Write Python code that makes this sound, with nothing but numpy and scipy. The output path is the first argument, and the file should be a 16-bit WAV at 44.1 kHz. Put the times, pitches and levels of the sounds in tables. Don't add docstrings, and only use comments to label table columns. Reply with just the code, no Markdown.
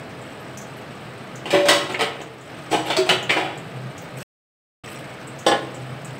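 import sys
import numpy as np
from scipy import signal
from scipy.fft import irfft, next_fast_len
from scipy.io import wavfile
from scipy.ndimage import uniform_filter1d

SR = 44100
rng = np.random.default_rng(int(sys.argv[2]) if len(sys.argv) > 2 else 0)


def generate_wav(sig):
    pcm = np.round(np.clip(np.atleast_2d(sig).T, -1, 1) * 32767).astype(np.int16)
    wavfile.write(sys.argv[1], SR, pcm)


N = 273111


def cookware():
    # f/Hz, relative level/dB, undamped t60/s
    cookware_modes = [(319.5, 1, 0.37), (372, 0, 0.49), (448, 1.5, .45), (577, -7, 0.67), (681, -6.5, 0.65),
                      (825.6, -7.5, 0.5), (996, -9.5, .37), (1081, -14.5, 1), (1276, -10, 0.62),
                      (1790, -15, 1), (1945, -11, .5), (2293, -14, .9), (2420, -9.5, .45),
                      (2730, -11.5, .5), (3097, -12, .4), (3160, -13, .35), (3400, -15, .55),
                      (3970, -14.5, .32), (4230, -10.5, 0.32), (5070, -8.5, 0.18), (8100, -22.5, .25)]
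    thin_shell = weak_modes(spacing_hz=24, spread_db=1.5)
    knocks = blows(cookware_contacts(), cookware_modes, thin_shell, ring_db=0, crowd_db=-6.5, crash_db=1.5,
                   crash_life=0.95, treble_life=0.84, grain_db=0.0, full_ring_s=0.47, lowest_hz=120)
    return knocks + shudders(attack_s=0.012, sag_db_per_s=42, release_t60=0.17, wobble_db=1.4, wobble_hz=3)


def cookware_contacts():
    # t/s, level/dB, treble relative to the middle/dB, nominal t60/s, favoured f/Hz
    strike_rows = [(1.505, -30, -0.5, 0.61, 2370), (1.685, -14.5, -1, 0.33, 1100),
                   (1.992, -26.5, -9.5, 0.27, 4930), (2.008, -24, -3.5, 0.23, 1970),
                   (2.901, -24, -7.5, .24, 3400), (2.966, -24, 0, 0.22, 4360),
                   (3.0905, -17.5, -4, 0.24, 3040), (3.304, -21, -8.5, 0.29, 2200)]
    # t/s, level/dB, nominal t60/s, favoured f/Hz
    thud_rows = [(1.527, -24.5, 0.23, 392), (1.711, -36.5, 0.097, 680), (2.012, -31.5, 0.099, 440),
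                 (2.2, -39.5, 0.064, 337), (2.712, -31.5, 0.13, 520), (2.725, -27, 0.19, 850),
                 (3.102, -30, 0.089, 740)]
    # t/s, level/dB, rise/s, treble relative to the middle/dB
    scrape_rows = [(1.456, -34.5, 0.0015, -7.5), (1.578, -42, 0.0037, -7), (1.655, -30.5, 0.0011, -2),
                   (1.892, -34.5, 0.0042, -7), (2.705, -36.5, 0.024, 6), (2.85, -35.5, .035, -4.5),
                   (3.06, -39, .005, 1), (3.36, -26.5, 0.012, -11)]
    # t/s, level/dB, favoured f/Hz
    clink_rows = [(1.943, -35, 2050), (3.293, -26, 2360)]
    strikes = [contact(s, db, rise_s=0.00067, t60=t60, bass_db=-6.5, treble_db=treble_db,
                       favoured_hz=hz, boost_db=7.0, width=0.11)
               for s, db, treble_db, t60, hz in strike_rows]
    thuds = [contact(s, db, rise_s=0.023, t60=t60, bass_db=5, treble_db=-10.5,
                     favoured_hz=hz, boost_db=6, width=0.094)
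             for s, db, t60, hz in thud_rows]
    scrapes = [contact(s, db, rise_s=rise_s, t60=0.43, bass_db=0.5, treble_db=treble_db,
                       favoured_hz=760, boost_db=7, width=0.053)
               for s, db, rise_s, treble_db in scrape_rows]
    clinks = [contact(s, db, rise_s=0.0065, t60=0.04, bass_db=4, treble_db=-4.5,
                      favoured_hz=hz, boost_db=20, width=0.63)
              for s, db, hz in clink_rows]
    return strikes + thuds + scrapes + clinks


def shudders(attack_s, sag_db_per_s, release_t60, wobble_db, wobble_hz):
    # t/s, length/s, rms level before the sag/dB, f/Hz
    shudder_rows = [(1.525, .24, -16.5, 577), (1.526, .045, -21, 325.2), (1.529, .11, -28.5, 372),
                    (2.96, 0.049, -21.5, 639.4), (2.98, 0.022, -12.5, 373.8)]
    out, t = np.zeros(N), np.arange(SR) / SR
    for s, length, db, hz in shudder_rows:
        turns = np.cumsum(hz + wobble_hz * flicker(SR, smooth_s=0.03)) / SR
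        level = from_db(db - sag_db_per_s * t + wobble_db * flicker(SR, smooth_s=0.02))
        envelope = np.minimum(t / attack_s, 1) * dying(np.maximum(t - length, 0), release_t60)
        add(out, s, np.sqrt(2) * level * envelope * np.sin(2 * np.pi * turns))
    return out


def clunk():
    # t/s, level/dB, treble relative to the middle/dB, nominal t60/s, favoured f/Hz
    clunk_rows = [(5.4638, -23, 2, 0.41, 724), (5.481, -26, -4, 0.46, 1460), (5.515, -24.5, -16, 0.31, 430)]
    # f/Hz, relative level/dB, undamped t60/s
    stout_modes = [(349, 3.5, 0.13), (430, -12, 0.59), (520, 0.5, .34), (816, 10, 0.21), (1062, -0.5, 0.4),
                   (1460, 3, 0.25), (1707, 4.5, 0.26), (2860, 6.5, 0.11), (3075, 11, 0.18),
                   (3470, 11.5, .1), (3740, 4, 0.2), (4290, -12, .18), (4610, -2, .17), (5670, 0, 0.17),
                   (7880, -15, .2), (8100, -12, 0.29)]
    contacts = [contact(s, db, rise_s=0.0018, t60=t60, bass_db=10.0, treble_db=treble_db,
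                        favoured_hz=hz, boost_db=4, width=0.25)
                for s, db, treble_db, t60, hz in clunk_rows]
    thick_shell = weak_modes(spacing_hz=40, spread_db=2)
    return blows(contacts, stout_modes, thick_shell, ring_db=-5.0, crowd_db=-18.0, crash_db=-1.0,
                 crash_life=0.75, treble_life=0.43, grain_db=3.5, full_ring_s=0.18, lowest_hz=264)


def contact(s, db, rise_s, t60, bass_db, treble_db, favoured_hz, boost_db, width):
    return s, rise_s, t60, db + bass_db, db, db + treble_db, favoured_hz, boost_db, width


def blows(rows, modes, crowd, ring_db, crowd_db, crash_db, crash_life, treble_life, grain_db, full_ring_s, lowest_hz):
    # f/Hz, relative density/dB per Hz
    clatter = [(60, -67.5), (130, -28.5), (250, -31), (340, -32), (700, -24), (1200, -31.5), (2100, -31.5),
               (3200, -32), (4600, -37), (6800, -45), (8800, -47.5), (10000, -51.5), (12500, -57),
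               (15500, -52)]
    zones_hz = [520, 1300, 3000, 5500]
    out, t, hz = np.zeros(N), np.arange(SR) / SR, bins(SR)
    treble = hz ** 4 / (hz ** 4 + 7000 ** 4)
    radiated = hz ** 2 / np.hypot(hz ** 2, lowest_hz ** 2)

    def fading(colour, t60):
        body = noise(colour * np.sqrt(1 - treble), SR) * dying(t, t60)
        top = noise(colour * np.sqrt(treble), SR) * dying(t, t60 * treble_life)
        return body + top

    for s, rise, t60, low_db, middle_db, high_db, favoured_hz, boost_db, width in rows:
        zones = list(zip(zones_hz, [low_db, middle_db, middle_db, high_db]))

        def strength_db(f):
            favour = np.exp(-(np.log((f + 1) / favoured_hz) / width) ** 2)
            return at_hz(zones, f) + boost_db * favour

        colour = from_db(at_hz(clatter, hz) + strength_db(hz)) * radiated
        colour = colour * uneven(hz, step_hz=110, depth_db=4)
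        grain = rms_one(uniform_filter1d(rng.standard_normal(SR), size=70))
        chatter = from_db(grain_db * grain * np.exp(-t / 0.013))
        sound = from_db(crash_db) * fading(colour, t60 * crash_life) * chatter
        crowd_colour = colour * crowd * hz ** 2 / (hz ** 2 + 700 ** 2)
        sound += from_db(crowd_db) * fading(crowd_colour, t60 * 1.59)
        held = min(t60 / full_ring_s, 1)
        for mode_hz, mode_db, mode_t60 in modes:
            level = from_db(mode_db + ring_db + strength_db(mode_hz) + rng.normal(0, 1))
            sound += level * np.sin(2 * np.pi * (mode_hz * t + rng.random())) * dying(t, mode_t60 * held)
        rise = max(rise, 0.0005)
        onset = np.minimum(t / rise, 1) / dying(rise, max(t60, 0.1))
        add(out, s, sound * onset)
    return out


def weak_modes(spacing_hz, spread_db, count=1200):
    lines = np.zeros(SR // 2 + 1)
    at = np.cumsum(rng.uniform(0.3, 1.7, count) * spacing_hz).astype(int)
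    sizes = from_db(spread_db * np.clip(rng.standard_normal(len(at)), -2, 1.3))
    in_range = at < len(lines)
    lines[at[in_range]] = sizes[in_range]
    return rms_one(lines)


def spits(level_db, t60, width, splash_db):
    # t/s, level/dB, f/Hz
    spit_rows = [(.215, -55, 7600), (.404, -56, 12500), (0.574, -36, 6250), (.614, -42, 6400),
                 (.767, -52, 12000), (1.356, -42.5, 6460), (1.921, -43, 6830), (2.215, -44.5, 6600),
                 (2.41, -52.5, 7100), (2.861, -44, 12000), (3.227, -40, 6640), (3.575, -47, 7300),
                 (3.979, -41, 6360), (4.018, -49, 15100), (4.987, -44.5, 3030), (5.273, -45.5, 7940),
                 (5.389, -40.5, 6500), (5.745, -46, 7300), (6.047, -42, 7400)]
    out, t, hz = np.zeros(N), np.arange(SR // 4) / SR, bins(SR // 4)
    splash = from_db(splash_db) * hz ** 2 / (hz ** 2 + 3500 ** 2)
    for s, db, pitch_hz in spit_rows:
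        tick = np.exp(-(np.log((hz + 1) / pitch_hz) / width) ** 2)
        add(out, s, from_db(db + level_db) * rms_one(noise(tick + splash, len(t))) * dying(t, t60))
    return out


def fizz(per_s, spread_db, ring_s, count=12):
    # f/Hz, relative density/dB per Hz
    fizz_colour = [(300, -15), (2000, 21), (5000, 1), (8000, 0), (11000, -7.5), (15500, -5.5)]
    # from t/s, to t/s, extra level/dB
    fizz_spells = [(.05, .27, 3), (2.45, 2.95, 4.3), (4.18, 4.3, 16.8), (4.8, 5.02, 10), (5.05, 6.3, 3.2)]
    steady_db, edge_s = -53, 0.091
    sizes = from_db(spread_db * np.minimum(rng.exponential(1, N), 4))
    pops = (rng.random(N) < per_s / SR) * sizes
    t, hz = np.arange(SR // 10) / SR, bins(SR // 10)
    dealt = rng.integers(0, count, N)
    out = 0
    for k in range(count):
        pitched = uneven(hz, step_hz=500, depth_db=11)
        pop = noise(from_db(at_hz(fizz_colour, hz)) * pitched, len(t)) * dying(t, ring_s)
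        out = out + signal.oaconvolve(pops * (dealt == k), pop)[:N]
    return from_db(steady_db + spells(fizz_spells, edge_s)) * rms_one(out)


def rustle(edge_s, grain_db):
    # from t/s, to t/s, level/dB
    rustle_rows = [(4.168, 4.25, -47), (4.886, 4.957, -50)]
    # f/Hz, relative density/dB per Hz
    rustle_colour = [(1500, -4), (4000, -4), (9500, -4), (15500, -3)]
    size = next_fast_len(N)
    hiss = noise(from_db(at_hz(rustle_colour, bins(size))), size)[:N]
    hiss = hiss * from_db(grain_db * flicker(N, smooth_s=0.0028))
    gains = [(start, end, from_db(db)) for start, end, db in rustle_rows]
    return rms_one(hiss) * spells(gains, edge_s)


def background():
    # from t/s, to t/s, change of level/dB
    lull_rows = [(2.26, 2.48, -4)]
    return from_db(spells(lull_rows, edge_s=0.055)) * (flame_roar() + low_drone())


def flame_roar():
    # f/Hz, relative density/dB per Hz
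    flame_colour = [(25, -65.5), (55, -76), (85, -69.5), (115, -61), (280, -66), (550, -64.5), (950, -71.5),
                    (1500, -71.5), (3000, -80), (4500, -87.5), (6500, -99.5), (8500, -102.5), (11000, -106),
                    (15500, -104)]
    size = next_fast_len(N)
    hz = bins(size)
    colour = from_db(at_hz(flame_colour, hz)) * uneven(hz, step_hz=22.35, depth_db=2.0)
    return from_db(0.2) * noise(colour, size)[:N]


def low_drone():
    # f/Hz, width/Hz, relative level/dB
    drone_bands = [(129.1, 4.2, 20), (163.4, 36, 3)]
    # from t/s, to t/s, extra level/dB
    drone_swells = [(3.02, 3.33, 11), (3.57, 3.92, 15), (4.02, 4.2, 11), (5.6, 6.3, 9)]
    faint_db, edge_s = -46, 0.03
    size = next_fast_len(N)
    hz = bins(size)
    colour = sum(from_db(db) / (1 + ((hz - f) / width) ** 2) ** 2 for f, width, db in drone_bands)
    return from_db(faint_db + spells(drone_swells, edge_s)) * rms_one(noise(colour, size)[:N])


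def kitchen(x, wet_db):
    # f/Hz, t60/s
    room_t60 = [(150, 0.96), (1000, 0.61), (3000, 0.52), (7000, 0.23), (15000, 0.12)]
    t, hz, tail = np.arange(SR) / SR, bins(SR), 0
    edges = np.geomspace(60, 16000, num=9)
    for low, high in zip(edges, edges[1:]):
        band = noise(1. * ((hz >= low) & (hz < high)), SR)
        tail = tail + band * dying(t, at_hz(room_t60, np.sqrt(low * high)))
    tail = tail * np.clip(t / 0.0009, 0, 1)
    tail = tail / np.sqrt(np.sum(tail ** 2))
    return x + from_db(wet_db) * signal.fftconvolve(x, tail)[:N]


def microphone(x, port_hz, port_db):
    x = signal.sosfilt(signal.butter(2, 75, "high", fs=SR, output="sos"), x)
    port = signal.lfilter(*signal.iirpeak(port_hz, 10, fs=SR), x)
    return x + (from_db(port_db) - 1) * port


def from_db(db):
    return 10 ** (np.asarray(db) / 20)


def rms_one(x):
    return x / np.sqrt(np.mean(x ** 2) + 1e-20)


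def at_hz(points, hz):
    return np.interp(np.log(hz + 1e-9), np.log(np.array(points)[:, 0]), np.array(points)[:, 1])


def bins(size):
    return np.arange(size // 2 + 1) * SR / size


def noise(gain, size):
    return irfft(gain * np.exp(2j * np.pi * rng.random(len(gain))), size) * np.sqrt(size * SR / 2)


def dying(t, t60):
    return from_db(-60 * t / np.maximum(t60, 0.005))


def add(track, s, sound):
    at = max(round(s * SR), 0)
    track[at:at + len(sound)] += sound[:N - at]


def uneven(hz, step_hz, depth_db):
    knots = from_db(depth_db * np.clip(rng.standard_normal(2048), -2, 2))
    return np.interp(hz / step_hz, np.arange(len(knots)), rms_one(knots))


def spells(rows, edge_s):
    t = np.arange(N) / SR
    return sum(value * np.clip(0.5 + np.minimum(t - start, end - t) / edge_s, 0, 1) for start, end, value in rows)


def flicker(size, smooth_s):
    window = signal.windows.hann(max(int(smooth_s * SR), 3))
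    return rms_one(signal.oaconvolve(rng.standard_normal(size), window, "same"))


def scene():
    pot = spits(level_db=0.0, t60=0.14, width=0.15, splash_db=-16) + fizz(per_s=180, spread_db=-0.5, ring_s=0.057)
    mono = kitchen(cookware(), wet_db=-10.0) + kitchen(clunk(), wet_db=-14.5) + kitchen(pot, wet_db=-9)
    mono = mono + rustle(edge_s=0.023, grain_db=5) + background()
    return np.array([mono, mono])


def record(dry):
    silent_from_s, silent_to_s, cutoff_hz = 4.229, 4.838, 15700
    t = np.arange(N) / SR
    live = uniform_filter1d(1. * ((t < silent_from_s) | (t > silent_to_s)), size=180)
    rounded = 0.89 * np.tanh(microphone(dry, port_hz=8110, port_db=9.5) / 1.064)
    return signal.sosfilt(signal.ellip(12, 0.3, 90, cutoff_hz, fs=SR, output="sos"), rounded * live)


dry = scene()
out = record(dry)
generate_wav(out)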